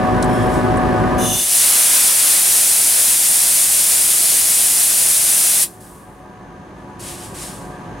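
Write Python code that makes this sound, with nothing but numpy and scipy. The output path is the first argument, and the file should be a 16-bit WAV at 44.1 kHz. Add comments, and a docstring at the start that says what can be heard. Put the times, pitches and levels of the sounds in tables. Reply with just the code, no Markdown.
"""Between a diesel locomotive and its coach: a big engine idles, its blower whining, as a worker bleeds a brake hose.
Engine: clatter repeated per four-stroke cycle, exhaust notes, loping boom. Blower: partly unsteady tones.
Air cock: knocks are ringing noise bursts, the seep and whistle resonated noise, puffs and blast coloured noise.
Soft puffs come before and after the four-second blast; a thin leak follows it.
Steel walls echo the air; automatic gain control ducks under loud treble and creeps back."""
import sys
import numpy as np
from scipy import signal
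from scipy.fft import rfft, irfft
from scipy.io import wavfile
from scipy.ndimage import uniform_filter1d

SR = 44100
rng = np.random.default_rng(int(sys.argv[2]) if len(sys.argv) > 2 else 0)


def transcribe(u):
    """Save the signal u as a 16-bit wav file named by the first command-line argument.

    u: samples, shape (n,) or (channels, n), limited to [-1, 1]; the rate is SR.
    q: integer samples, one column per channel.
    """
    v = np.clip(np.atleast_2d(u).T, -1, 1)
    q = np.round(v * 32767).astype(np.int16)
    wavfile.write(sys.argv[1], SR, q)


N = 352800
T = np.arange(N) / SR
HZ = np.maximum(np.arange(N // 2 + 1) * SR / N, 1)
LEFT_RIGHT = np.array([[1], [-1]])
# listener's share of the way from the first place to the second
LATER = np.clip((T - 1.5) / 4, 0, 1)

# blower speed, geared to the engine: [t/s, fundamental f/Hz]
BLOWER_SPEED = [(0, 123.8), (.4, 123.7), (1.2, 123.4), (5.8, 122.8), (7, 122.6), (7.6, 121.7), (8, 121.2)]
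BLOWER_CYCLES_PER_ENGINE_CYCLE = 36.73
# spectrum of low-pressure air: [f/Hz, relative level/dB]
PUFF_SPECTRUM = [(300, -18), (1500, -8), (2600, -5.5), (4500, -5.5), (6500, -4.5), (8500, 0.5),
                 (11000, -2.5), (12200, -11), (15500, -19)]
# scattered sound of the engine, then of the air: [f/Hz, side minus mid level/dB]
ENGINE_SIDE = [(60, -29), (200, -23.5), (600, -8.5), (1200, -3), (2400, -5.5), (4400, -5), (8000, -6.5),
               (15000, -25.5)]
JET_SIDE = [(60, -13.5), (110, -14), (200, -14), (380, -1), (700, -3.5), (1290, -2), (2380, -6.5),
            (4400, -10.5), (8120, -11), (15000, -26)]

# cock: cracks open, is half turned TURN_S later, is slammed shut
CRACK_S, TURN_S, SHUT_S = 1.176, .3, 5.636
# initial ramp of every escape of air
ATTACK_S = 0.0091


def undb(db):
    """Decibels to gain."""
    return 10 ** (np.asarray(db) / 20)


def unit(x):
    """Scale to rms 1."""
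    return x / np.sqrt(np.mean(np.abs(x) ** 2))


def curve(rows):
    """One control per column, joined by straight lines in time."""
    s, *columns = np.transpose(rows)
    return [np.interp(T, s, c) for c in columns]


def colour(points):
    """Gain at every frequency from (Hz, dB) points, interpolated over log frequency."""
    hz, db = np.transpose(points)
    return undb(np.interp(np.log(HZ), np.log(hz), db))


def resonance(hz, width_hz):
    """Complex response of one resonator, peak gain 1."""
    return 1 / (1 + 1j * (HZ ** 2 - hz ** 2) / (HZ * width_hz))


def noise():
    """Two unrelated white noises."""
    return rng.standard_normal((2, N))


def stereo(pair, response, side):
    """Filter two excitations into mid and side; return left and right, mid at rms 1."""
    mid_side = np.array([np.ones(len(HZ)), colour(side)])
    mid, wide = irfft(rfft(pair) * response * mid_side, N)
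    return (mid + LEFT_RIGHT * wide) / np.std(mid)


def walk(rate_hz):
    """Smooth random motion with rms 1."""
    k = int(SR / rate_hz)
    steps = np.repeat(rng.standard_normal(N // k + 2), k)
    smooth = uniform_filter1d(steps, k)
    return unit(smooth[rng.integers(k):][:N])


def tone(phase, side_db):
    """A tone whose reflections reach the two ports out of step."""
    side = undb(side_db) * np.exp(2j * np.pi * rng.random())
    return np.sqrt(2) * np.real(phase * (1 + LEFT_RIGHT * side))


def swell(start_s, rise_db, rise_s, hold_s, fade_db_per_s):
    """Gain of an escape of air: quick attack, swell to 1, hold, fade."""
    age = T - start_s
    rise = rise_db * np.clip(age / rise_s - 1, -1, 0)
    fade = fade_db_per_s * np.maximum(age - rise_s - hold_s, 0)
    return np.clip(age / ATTACK_S, 0, 1) * undb(rise - fade)


def walls(x, echo=0.075, sway_s=.00004, count=9):
    """Short echoes off the steel around the hose; their paths drift as the hand moves."""
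    out = x
    for lag_s in rng.uniform(.003, .018, count):
        source_s = T - lag_s - sway_s * walk(1.3)
        at = np.clip(np.rint(source_s * SR).astype(int), 0, N - 1)
        out = out + echo * x[:, at]
    return out / np.sqrt(1 + count * echo ** 2)


def engine(cycle, clatter_db=-20.5, repeat=.4, firing_depth=0.14, notes_db=-1, boom_db=-31,
           lope_depth=0.54, half_lope_depth=.35):
    """Each four-stroke cycle repeats its clatter; gas noise pulses at every firing, over a loping boom."""
    cylinders = 16
    # mechanical and gas noise: [f/Hz, relative density/dB per Hz]
    clatter_spectrum = [(25, -21), (60, -5.5), (130, -1.5), (220, -5.5), (380, -4.5), (600, -10.5),
                        (850, -10.5), (1230, -9.5), (1350, -20.5), (1680, -15), (2100, -23), (4000, -34.5),
                        (7500, -41.5), (10500, -39.5), (15500, -60.5)]
    # exhaust notes: [multiple of the cycle, rounded on use; relative level at first/dB; later/dB]
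    exhaust = [(19, -38.5, -45), (26, -37.5, -36), (29, -37.5, -46.5), (32, -31, -33.5), (33, -32, -34),
               (42, -38, -31.5), (46, -38, -35.5), (48, -30.5, -38), (50, -38.5, -36), (58, -33.5, -39),
               (60, -42.5, -30), (78.55, -32.5, -32.5), (84.5, -43.5, -31.5)]

    cycle_samples = SR * BLOWER_CYCLES_PER_ENGINE_CYCLE / BLOWER_SPEED[0][1]
    repeated = noise()[:, (cycle % 1 * cycle_samples).astype(int)]
    share = np.clip(repeat, 0, 1)
    firing = 1 + firing_depth * np.cos(2 * np.pi * cylinders * cycle)
    excitation = firing * (np.sqrt(share) * repeated + np.sqrt(1 - share) * noise())
    clatter = stereo(excitation, colour(clatter_spectrum), ENGINE_SIDE)

    notes = 0
    for k, first_db, later_db in exhaust:
        phase = np.exp(2j * np.pi * (round(k) * cycle + rng.random()))
        level = undb(first_db + LATER * (later_db - first_db))
        notes = notes + level * tone(phase, side_db=-23)

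    # unequal cylinders make the deepest note dip twice a cycle
    turn = 2 * np.pi * (cycle - .19)
    lope = 1 - lope_depth * np.cos(turn) - half_lope_depth * np.cos(2 * turn)
    boom = unit(lope * np.sin(2 * np.pi * (cylinders - 1) * cycle))
    return undb(clatter_db) * clatter + undb(notes_db) * notes + undb(boom_db) * boom


def blower(turns, flutter_rate_hz=22, later_unsteady=0.38):
    """Lobe and gear tones, each partly smeared by turbulent air, more so later."""
    # [multiple of the fundamental, level at first/dB, level later/dB, unsteady share at first/0-1]
    whine = [(1, -36.5, -45.5, 0.34), (1.435, -46.5, -29.5, 0.1), (2, -26, -38, 0.1),
             (2.845, -33, -28.5, .5), (2.875, -41, -42, 0.5), (3, -30, -34.5, 0.5), (4, -42, -47, 0.8),
             (4.52, -36, -35, 0.4), (4.63, -43, -42, 0.4), (5, -28.5, -35, 0.1), (6, -25.5, -29.5, 0.34),
             (7, -37, -33.5, 0.97), (8, -36, -32, .2), (9.05, -36, -35, .95), (10, -45, -41.5, 0.9),
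             (12.03, -38.5, -43.5, 0.7), (13.03, -40.5, -38, 0.97), (14.06, -40.5, -39.5, 0.97)]
    out = 0
    for k, first_db, later_db, unsteady in whine:
        share = np.clip(unsteady + later_unsteady * LATER, 0, 1)
        turbulence = unit(walk(flutter_rate_hz) + 1j * walk(flutter_rate_hz))
        flutter = np.sqrt(1 - share ** 2) + share * turbulence
        phase = flutter * np.exp(2j * np.pi * (k * turns + rng.random()))
        level = undb(first_db + LATER * (later_db - first_db))
        out = out + level * tone(phase, side_db=-11.5)
    return out


def from_the_side(x, later_share=.2):
    """Sound from one side reaches the two ports out of phase, less so later."""
    # engine off to one side, as at first: [f/Hz, phase lead of the left port/rad]
    port_phase = [(50, -.5), (120, -.8), (250, -1.35), (450, -.85), (700, -.7), (1030, -.8), (1460, -.3),
                  (5000, -.3), (10000, 0)]
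    hz, radians = np.transpose(port_phase)
    half = np.interp(np.log(HZ), np.log(hz), radians) / 2
    side = irfft(rfft(x) * 1j * np.tan(half), N)
    return x + LEFT_RIGHT * side * (1 + LATER * (later_share - 1))


def rumble(rumble_db=-29):
    """Toward the second place more of the engine's rumble comes through under the frame."""
    return stereo(noise(), resonance(170, 260) ** 2, ENGINE_SIDE) * undb(rumble_db) * LATER


def handle():
    """The handle knocks against its stop in short, bright, decaying noise bursts."""
    # [t/s, level/dB, t60/s, resonator f/Hz, resonator width/Hz]
    clicks = [(0.2277, -24.5, 0.036, 4400, 4000), (0.2255, -21, 0.028, 7640, 7000),
              (.243, -32, .04, 7500, 7000), (.2472, -36, 0.036, 9000, 7000),
              (.7708, -28.5, .018, 8600, 2600), (.776, -38, .05, 8700, 3000)]
    out = 0
    for s, db, t60_s, hz, width_hz in clicks:
        ring = (T >= s) * np.exp(-np.log(1000) * np.abs(T - s) / t60_s)
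        response = resonance(hz, width_hz) ** 2 * colour(PUFF_SPECTRUM)
        out = out + undb(db) * ring * stereo(noise(), response, JET_SIDE)
    return out


def slit(modes, flow, widen, flutter_db):
    """Air squeezed through the barely open cock rings its cavities."""
    power = sum(np.abs(undb(db) * resonance(hz, widen * width_hz)) ** 2 for hz, width_hz, db in modes)
    return stereo(noise(), np.sqrt(power), JET_SIDE) * flow * undb(flutter_db * walk(55.05))


def singing():
    """The slit squeaks faintly at the first seep, then whistles as the cock is turned."""
    # cavity resonances: [f/Hz, width before widening/Hz, relative level/dB]
    seep_modes = [(3260, 75, -1), (5350, 53, -3.5), (7080, 78, -10), (8230, 69, -8.5), (9200, 36, -1.5),
                  (9810, 40, -2.5), (11520, 35, -6), (14300, 39, -19)]
    whistle_modes = [(2920, 77, -2.5), (3430, 90, -9.5), (3545, 24, 2), (3980, 60, -9), (5200, 54, -10),
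                     (5930, 39, 1), (6320, 69, 3), (6930, 63, -6.5), (7330, 59.5, -9), (8330, 55, -5),
                     (8700, 45, -2), (9400, 41, -6), (9850, 63.3, 2), (10300, 60, -0.5), (10400, 80, -2),
                     (11000, 35, -5.5), (11700, 60, -2.5), (12500, 40, -10), (13200, 150, -9.5),
                     (13900, 39.6, -17)]
    # the knock of the handle sets off the seep
    seep = undb(-39.5) * swell(0.23, rise_db=14, rise_s=0.11, hold_s=.06, fade_db_per_s=65.5)
    # the whistle grows as the cock turns and dies away once it is wide open
    whistle = undb(-4) * swell(CRACK_S, rise_db=24.5, rise_s=0.24, hold_s=.2, fade_db_per_s=25)
    return (slit(whistle_modes, whistle, widen=1.3, flutter_db=1.6)
            + slit(seep_modes, seep, widen=2.2, flutter_db=.5))


def puffs(rise_db=7, flutter_db=.35):
    """Low-pressure air escapes in soft, broad, smoothly swelling puffs."""
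    # [start t/s, peak level/dB, swell time/s, fade/dB per s]
    puff_events = [(.405, -46, .02, 150), (.485, -38.5, 0.065, 110), (6.755, -45, .02, 30),
                   (6.99, -13, 0.1, 80), (7.175, -18.5, .07, 130), (7.338, -13.5, 0.094, 83)]
    power = sum((undb(db) * swell(s, rise_db, rise_s, 0, fade_db_per_s)) ** 2
                for s, db, rise_s, fade_db_per_s in puff_events)
    air = stereo(noise(), colour(PUFF_SPECTRUM), JET_SIDE)
    return walls(air * np.sqrt(power) * undb(flutter_db * walk(40)))


def opening(ease_s=0.043, crack_gap_db=-56.5, shut_db_per_s=600):
    """Share of the cock's bore that is open: a crack, an eased turn, a slam."""
    turned = .5 + .5 * np.tanh((T - CRACK_S - TURN_S) / (2 * ease_s))
    cracked = np.clip((T - CRACK_S) / ATTACK_S, 0, 1)
    shut = undb(-shut_db_per_s * np.maximum(T - SHUT_S, 0))
    return cracked * (undb(crack_gap_db) + turned) * shut


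def blast(flutter_db=.35):
    """The free jet hisses near 9.5 kHz, tinted by its pipe; louder, with more roar, at first pressure."""
    # free jet: [f/Hz, relative level/dB]
    jet_spectrum = [(60, -33.5), (250, -23), (520, -22.5), (650, -14.5), (850, -20), (1200, -20.5),
                    (2000, -16), (4000, -13.5), (6000, -10), (7800, -5), (8900, -1.5), (10200, -1),
                    (12000, -7), (15500, -15.5)]
    # pipe resonances: [f/Hz, width/Hz, level relative to the hiss there/dB]
    pipe_modes = [(3436, 42, 1), (3550, 45, 0), (4070, 40, 2), (4660, 40, 1), (5050, 45, 0), (5220, 60, -1),
                  (5720, 50, -1), (8720, 40, -3.5), (8960, 60, -1.5), (9530, 60, -1.5), (10200, 50, -1)]
    jet_db, surge_db, surge_s = 11, 3.5, 1.3
    roar_db, roar_surge_db = -28.5, 14.5  # relative to the hiss
    yard_db, yard_db_per_s = -22.5, 115

    bore = opening()
    surge = 1 / (1 + ((T - CRACK_S - TURN_S) / surge_s) ** 4)
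    # the yard echoes the jet after shutting, then a last spill escapes
    yard = (T > SHUT_S) * undb(yard_db - yard_db_per_s * np.abs(T - SHUT_S))
    spill = undb(-22) * swell(5.798, rise_db=0, rise_s=ATTACK_S, hold_s=.07, fade_db_per_s=59)
    jet_flow = undb(jet_db + surge_db * surge) * np.hypot(bore, yard)
    flow = np.hypot(jet_flow, spill)

    pipe_power = sum(np.abs(undb(db) * resonance(hz, width_hz)) ** 2 for hz, width_hz, db in pipe_modes)
    hiss = stereo(noise(), colour(jet_spectrum) * np.sqrt(1 + pipe_power), JET_SIDE)
    roar_gain = undb(roar_db + roar_surge_db * surge * bore ** 4)
    roar = stereo(noise(), resonance(2100, 4800), JET_SIDE) * roar_gain
    return walls((hiss + roar) * flow * undb(flutter_db * walk(25)))


def shriek():
    """The narrow gap also radiates near-ultrasound: unheard, but it drives the gain control down."""
    above_hearing = resonance(19500, 1500) ** 4
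    flow = swell(CRACK_S, rise_db=70, rise_s=0.27, hold_s=0.063, fade_db_per_s=300)
    return stereo(noise(), above_hearing, JET_SIDE) * undb(10.5) * flow


def leak(whistle_db=-47, hiss_db=-55, rush_db=-41):
    """After the blast the seal sings and hisses thinly, scattered by the steel around it."""
    whistle = undb(whistle_db) * stereo(noise(), resonance(6400, 220), ENGINE_SIDE)
    hiss = undb(hiss_db) * stereo(noise(), colour(PUFF_SPECTRUM), ENGINE_SIDE)
    rush = undb(rush_db) * stereo(noise(), resonance(2300, 2800) ** 2, ENGINE_SIDE)
    return (whistle + hiss + rush) * (T > SHUT_S)


def scene():
    """The idling locomotive behind the work at the hose."""
    turns = np.cumsum(curve(BLOWER_SPEED)[0]) / SR
    machine = engine(turns / BLOWER_CYCLES_PER_ENGINE_CYCLE) + blower(turns)
    locomotive = from_the_side(machine) + rumble()
    return locomotive + handle() + singing() + puffs() + blast() + shriek() + leak()


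def gain_control(x, threshold_db=-24.5, ratio=3.067, recover_db_per_s=4.0, attack_s=0.02):
    """Loud treble pulls the gain down quickly; it climbs back at a slow, steady rate."""
    high_pass = signal.butter(2, 2500, "high", fs=SR, output="sos")
    treble = signal.sosfilt(high_pass, x.mean(axis=0))
    keep = np.exp(-1 / (attack_s * SR))
    power = signal.lfilter([1 - keep], [1, -keep], treble ** 2)
    level_db = 10 * np.log10(power + 1e-12)
    cut_db = np.maximum(level_db - threshold_db, 0) * (1 - 1 / ratio)
    recovery_db = recover_db_per_s * T
    held_db = np.maximum.accumulate(cut_db + recovery_db) - recovery_db
    return x * undb(-held_db)


def record(dry):
    """Tilt the ports' balance, ride the gain, round the highest peaks and cut the top."""
    # port balance: [f/Hz, left minus right level/dB]
    tilt = [(60, -0.5), (250, -0.3), (650, 0.5), (1400, 0.2), (5000, -0.5), (9000, 1.7), (13000, -0.8)]
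    balanced = irfft(rfft(dry) * colour(tilt) ** (LEFT_RIGHT / 2), N)
    ridden = gain_control(balanced)
    rounded = ridden / (1 + (ridden / .7) ** 8) ** (1 / 8)  # ceiling .7
    low_pass = signal.ellip(12, .1, 80, 15800, fs=SR, output="sos")
    return signal.sosfilt(low_pass, rounded)


dry = scene()
out = record(dry)
transcribe(out)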